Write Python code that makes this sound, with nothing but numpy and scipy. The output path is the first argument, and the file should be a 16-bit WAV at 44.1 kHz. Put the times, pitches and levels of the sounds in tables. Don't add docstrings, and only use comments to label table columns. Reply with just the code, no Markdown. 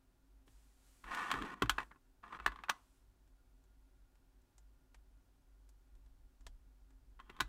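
import sys
import numpy as np
from scipy import signal
from scipy.fft import rfft, irfft, next_fast_len
from scipy.io import wavfile
from scipy.ndimage import uniform_filter1d

SR = 44100
rng = np.random.default_rng(int(sys.argv[2]) if len(sys.argv) > 2 else 0)


def log_audio(samples):
    frames = np.atleast_2d(samples).T
    limited = np.clip(frames, -1, 1)
    pcm = np.round(limited * 32767).astype(np.int16)
    wavfile.write(sys.argv[1], SR, pcm)


N = 329868
TIME_S = np.arange(N) / SR
RING_S = np.arange(16384) / SR


def amp(db):
    return 10 ** (np.asarray(db) / 20)


def unit(x):
    return x / np.sqrt(np.mean(x ** 2) + 1e-30)


def read(points, hz):
    f, db = np.transpose(points)
    return np.interp(np.log(hz + 1), np.log(f + 1), db)


def add(mix, start_s, sound):
    part = mix[max(round(start_s * SR), 0):][:len(sound)]
    part += sound[:len(part)]


def coloured(x, *spectra):
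    size = next_fast_len(len(x) + 4096)
    hz = abs(np.fft.fftfreq(size, 1 / SR))
    gain_db = sum(read(points, hz) for points in spectra)
    log_gain = np.log(amp(gain_db))
    response = np.exp(np.conj(signal.hilbert(log_gain)))
    return np.fft.ifft(np.fft.fft(x, size) * response).real[:len(x)]


def noise(points):
    gain = amp(read(points, np.fft.rfftfreq(N, 1 / SR)))
    return unit(irfft(rfft(rng.standard_normal(N)) * gain, N))


def hump(hz, db, octaves):
    return [(hz * 2 ** (octaves * k), db / (1 + (2 * k) ** 2)) for k in np.linspace(-4, 4, 33)]


def flat(x, width_hz=450):
    power = uniform_filter1d(abs(rfft(x)) ** 2, int(width_hz * len(x) / SR))
    inverse_db = -10 * np.log10(power)
    return coloured(x, np.transpose([np.fft.rfftfreq(len(x), 1 / SR), inverse_db]))


def dying(t60_s):
    return np.exp(-np.log(1000) * RING_S / t60_s)


def scatter(db, t60_s):
    cloud = rng.standard_normal(len(RING_S)) * dying(t60_s) * (RING_S > .0006)
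    return amp(db) * cloud / np.linalg.norm(cloud)


def strike(sound, db):
    high_pass = signal.butter(2, 500, "high", fs=SR, output="sos")
    attack = signal.sosfilt(high_pass, sound[:SR // 250])
    return sound * amp(db) / np.sqrt(np.mean(attack ** 2))


def stroke(start_s, end_s, db, rise_s, release_s, slowing_db_per_s=0):
    t = np.maximum(TIME_S - start_s, 0)
    held_db = db - slowing_db_per_s * np.minimum(t, end_s - start_s)
    release = np.exp(-np.maximum(TIME_S - end_s, 0) / release_s)
    return np.minimum(t / rise_s, 1) * amp(held_db) * release


def table_ring(db, spread_db):
    # f/Hz, level/dB, t60/s
    top_modes = [(919.7, -9, .07), (1057, 3.5, 0.051), (1174, -9, 0.033), (1475, -0.5, 0.076),
                 (1708, -0.5, 0.081), (2001, -4, 0.14), (2610, 3.5, 0.0559), (3250, -1, .05),
                 (3616, -1, 0.069), (4100, -4.5, 0.039), (5400, -6, .04)]
    ring = np.zeros(len(RING_S))
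    for hz, mode_db, t60_s in top_modes:
        gain = amp(mode_db + spread_db * rng.standard_normal())
        ring += gain * np.cos(2 * np.pi * hz * RING_S) * dying(t60_s)
    return amp(db) * ring / np.linalg.norm(ring)


def knock(db, weight_db, tick_db, spot_hz, piece_hz):
    # f/Hz, level/dB
    knock_colour = [(50, -37), (120, -16), (320, -12), (500, -16), (750, -6.5), (1100, -0.5), (1600, -2),
                    (2200, -10), (2900, -11.5), (4200, -16.5), (5200, -23.5), (7500, -24.5), (10500, -31),
                    (15500, -34.5)]
    contact = flat((RING_S == 0) + scatter(db=4, t60_s=0.013) + scatter(db=0.5, t60_s=.06))
    top = table_ring(db=-16.5, spread_db=3)
    room = coloured(scatter(db=-14.5, t60_s=0.3), [(300, 7), (1800, -10), (5000, -7.5), (12000, -12)])
    clack_db = 1 + 0.5 * tick_db
    touch = [(400, weight_db), (620, -2), (900, 0.14), (1900, 0.33),
             (2600, clack_db), (3900, clack_db), (5800, tick_db)]
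    spot = hump(spot_hz, db=7, octaves=0.25)
    piece = hump(piece_hz, db=8.5, octaves=0.14)
    return strike(coloured(contact + top + room, knock_colour, touch, spot, piece), db)


def knocks():
    # t/s, level/dB, weight under 500 Hz/dB, tick above 5 kHz/dB, struck spot f/Hz,
    # piece f/Hz, lead of the first edge/s (0 = flat)
    landings = [(1.042, -52, 7, 0, 1700, 2100, 0.0027), (1.111, -42.5, -12, -10, 1650, 2370, 0),
                (1.148, -41.5, -3.5, 9, 1690, 2250, 0), (1.315, -30, -7, 4.5, 1125, 3220, 0.011),
                (1.3402, -37, 9, -3, 1250, 2400, 0.0012), (1.4223, -40, 3.5, -1, 1062, 3250, 0.0053),
                (1.6223, -26.5, 12, 1.5, 1070, 3200, .0015), (1.659, -47, 6.5, -1, 1388, 2610, 0),
                (1.696, -25.5, -2, 11, 1500, 3205, 0.00071), (1.784, -30.5, 4.5, -8, 1700, 2575, 0.0027),
                (1.8041, -43.5, 10.5, -4, 1360, 2610, 0.0028), (1.915, -54.5, 9, -15, 1800, 2180, 0.0043),
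                (1.9596, -64.5, 16, -16, 1074, 2580, 0.012), (2.2393, -49, 0, -22, 1200, 2540, 0),
                (2.328, -43, -3, -17, 1078, 2488, 0.003), (2.3483, -47, 8.5, -22, 1300, 2446, 0.0017),
                (2.3998, -45.5, 5, -6.5, 1300, 2640, 0.01), (2.4629, -25, 0.5, 1.5, 1130, 1800, 0.0015),
                (2.477, -39.5, 10.5, -4, 1700, 2610, 0.00018), (2.52, -48.5, -10, -5, 1150, 3340, 0.0014),
                (2.5597, -51, -12.5, -2, 1210, 3470, 0.00099), (2.589, -53, 10.5, -8.5, 1107, 2091, 0.001),
                (2.6373, -44, -14.5, -5, 950, 2543, 0), (2.685, -41, -16, -21, 1060, 2680, 0.00047),
                (2.697, -27, -4.5, 4.5, 1083, 5938, 0.0032), (7.2, -51, 2.5, -4, 1060, 3110, 0.0074),
                (7.2991, -50.5, 14.5, 0, 2100, 2720, 0.0036), (7.366, -60.5, 8, 4, 1120, 3640, 0),
                (7.39, -56, 7, -8, 1000, 3645, 0), (7.4064, -27.5, 1.5, 10.5, 1582, 3900, .004)]
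    edge_db, edge_tick_db, edge_hz = -6.5, -10, 1200
    out = np.zeros(N)
    for start_s, db, weight_db, tick_db, spot_hz, piece_hz, lead_s in landings:
        add(out, start_s, knock(db, weight_db, tick_db, spot_hz, piece_hz))
        if lead_s > 0:
            edge = knock(db + edge_db, weight_db, tick_db + edge_tick_db, edge_hz, piece_hz)
            add(out, start_s - lead_s, edge)
    return out


def thumps(swell_cycles=1.7):
    # f/Hz, level/dB, t60/s
    frame_modes = [(54, -4.5, 0.17), (112, -5, 0.15), (148, -1, 0.074), (218, -7, 0.0579), (290.6, 0, 0.07),
                   (375, 6, 0.028)]
    # t/s, gain/dB
    contacts = [(0.474, -58), (1.342, -38.5), (1.621, -24.5), (1.785, -52), (2.401, -58.5), (2.464, -57),
                (2.697, -58), (7.299, -57), (7.404, -37)]
    ring = np.zeros(len(RING_S))
    for hz, db, t60_s in frame_modes:
        swell = np.tanh(RING_S * hz / swell_cycles)
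        ring += amp(db) * np.sin(2 * np.pi * hz * RING_S) * dying(t60_s) * swell
    out = np.zeros(N)
    for start_s, db in contacts:
        add(out, start_s, amp(db) * ring)
    return out


def drags(slips_per_s=1400, spread_db=4.0, grit=.4, catch_db=1.43, fast_db=-38):
    # start/s, end/s,
    # level/dB, rise/s, slowing/(dB/s), piece f/Hz, ring/dB
    slides = [(1.035, 1.542, -38.5, 0.15, 22, 1880, 6), (1.551, 1.777, -63.5, 0.0087, -2, 1900, 6),
              (1.785, 1.833, -49, .012, 52, 1900, 8), (2.225, 2.312, -57.5, 0.013, 40, 1140, 6),
              (2.305, 2.372, -52, 0.027, 35, 1160, 3.5), (2.39, 2.7, -60, .02, 28.5, 1150, -1),
              (7.19, 7.396, -78.5, 0.016, -57, 3235, 12)]
    # start/s, end/s, level/dB
    judder_strokes = [(1.323, 1.395, -55), (1.402, 1.448, -50.5), (1.502, 1.535, -59.5)]
    # f/Hz, level/dB
    drag_colour = [(100, -28.5), (300, -21), (500, -14.5), (750, -6.5), (1100, 2), (1800, -8),
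                   (2300, -11.5), (3300, -17.5), (4800, -28), (8000, -32), (15500, -47)]
    # f/Hz, level/dB
    drum_colour = [(60, -38), (130, -9.5), (200, 1.5), (330, -2), (480, -10), (900, -37.5), (3000, -71.5)]
    drumming_db, drumming_exponent = -56, 0.61

    is_slip = rng.random(N) < slips_per_s / SR
    slip_gain = amp(spread_db * np.minimum(rng.exponential(1, N), 3))
    slips = is_slip * rng.choice([-1, 1], N) * slip_gain
    catching = amp(catch_db * noise([(8, -11.0), (30, -6), (90, 2), (200, -31), (600, -101)]))
    top = flat((RING_S == 0) + scatter(db=0.0, t60_s=.06)) + table_ring(db=-18.5, spread_db=4.0)
    friction = (unit(slips) + grit * rng.standard_normal(N)) * catching
    rub = signal.fftconvolve(friction, top)[:N]

    drumming = noise(drum_colour)
    out = drumming * sum(stroke(*row, rise_s=0.016, release_s=.02) for row in judder_strokes)
    for start_s, end_s, db, rise_s, slowing_db_per_s, piece_hz, ring_db in slides:
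        speed = stroke(start_s, end_s, db, rise_s, 0.0054, slowing_db_per_s)
        moving = speed > amp(-110)
        slow = unit(coloured(rub[moving], drag_colour, hump(piece_hz, ring_db, octaves=0.18)))
        fast = unit(coloured(slow, [(1100, 0.5), (1800, 2.2), (8000, 7.2)]))
        share = np.clip(speed[moving] / amp(fast_db), 0, 1)
        out[moving] += ((1 - share) * slow + share * fast) * speed[moving]
        out[moving] += amp(drumming_db) * share ** drumming_exponent * drumming[moving]
    return out


def snaps():
    # t/s, level/dB, tick above 5 kHz/dB, joint f/Hz
    joints = [(0.4781, -67, -11, 3180), (3.275, -78, -5, 7400), (3.6393, -77.5, 0, 7400),
              (4.154, -76.5, 0, 2500), (4.417, -83, 16, 14040), (4.5804, -64.5, 4, 7050),
              (4.9444, -62, -2, 2300), (5.69, -70, 9, 14200), (5.952, -77.5, 1, 3400),
              (6.061, -77, 0, 3400), (6.4074, -73, -2.5, 6950), (6.4658, -52.5, -1, 3340),
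              (6.9047, -74.5, -6, 7500)]
    # f/Hz, level/dB
    snap_colour = [(80, -53), (250, 11), (450, 2.5), (900, 11), (1300, 3.5), (1700, 7.5), (2300, -0.5),
                   (3500, -1), (8000, 0), (15500, -19)]
    out = np.zeros(N)
    for start_s, db, tick_db, joint_hz in joints:
        slip = flat(scatter(db=5, t60_s=0.029) + scatter(db=-1.0, t60_s=0.073))
        tick = [(3000, 0), (7000, tick_db)]
        joint = hump(joint_hz, db=8, octaves=0.47)
        add(out, start_s, strike(coloured(slip, snap_colour, tick, joint), db))
    return out


def hands():
    # start/s, end/s, level/dB, rise/s
    brush_strokes = [(0.457, 0.74, -77.5, 0.019), (0.748, 1.402, -73.5, 0.14), (1.727, 1.803, -73, .06),
                     (2.719, 2.978, -80.5, 0.041)]
    # start/s, end/s, level/dB
    arm_leans = [(1.024, 1.09, -53), (1.322, 1.387, -50), (1.65, 1.748, -52), (2.369, 2.498, -54),
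                 (4.947, 5.012, -59.5), (5.88, 6.247, -62.5), (6.378, 6.644, -57.5), (6.754, 7.38, -66.5),
                 (7.389, 7.464, -49)]
    # f/Hz, level/dB
    brush_colour = [(200, -6.5), (1000, -0.5), (2500, -1.5), (5000, -2), (8000, 1), (11000, -3),
                    (15500, -10.5)]
    # f/Hz, level/dB
    sway_colour = [(10, -20), (25, -8), (36, -4.5), (50, -0.5), (58, -12), (75, -21.5), (130, -31.5),
                   (300, -66), (1000, -88.5)]
    resting_db = -70
    brushing = sum(stroke(*row, release_s=0.07, slowing_db_per_s=6.5) for row in brush_strokes)
    leaning = amp(resting_db) + sum(stroke(*row, rise_s=0.066, release_s=.035) for row in arm_leans)
    return noise(brush_colour) * brushing + noise(sway_colour) * leaning


def room_tone():
    # f/Hz, level/dB
    air_colour = [(53, -32), (90, 1), (135, -6), (229, -12.5), (261, -0.5), (322, -14), (374, -6.5),
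                  (407, -16), (822, -15.5), (1340, -21.5), (1460, -19.5), (2050, -25), (14500, -31.5)]
    # f/Hz, width/Hz, level/dB
    fan_bands = [(48.96, 3.3, -70.5), (267.1, 18, -86.5), (373, 8.1, -97), (1417.6, 30, -95.5)]
    air_db = -77
    f_hz = np.fft.rfftfreq(N, 1 / SR)
    out = amp(air_db) * noise(air_colour)
    for hz, width_hz, db in fan_bands:
        resonance = 1 / (1 + (2 * (f_hz - hz) / width_hz) ** 2)
        out += amp(db) * unit(irfft(rfft(rng.standard_normal(N)) * resonance, N))
    return out


def scene():
    return (knocks() + thumps() + drags() + snaps() + hands() + room_tone())[None]


def record(dry):
    edge_hz = 15800
    low_pass = signal.firwin(255, edge_hz, window=("kaiser", 8), fs=SR)
    return signal.oaconvolve(dry, low_pass[None], "same")


dry = scene()
out = record(dry)
log_audio(out)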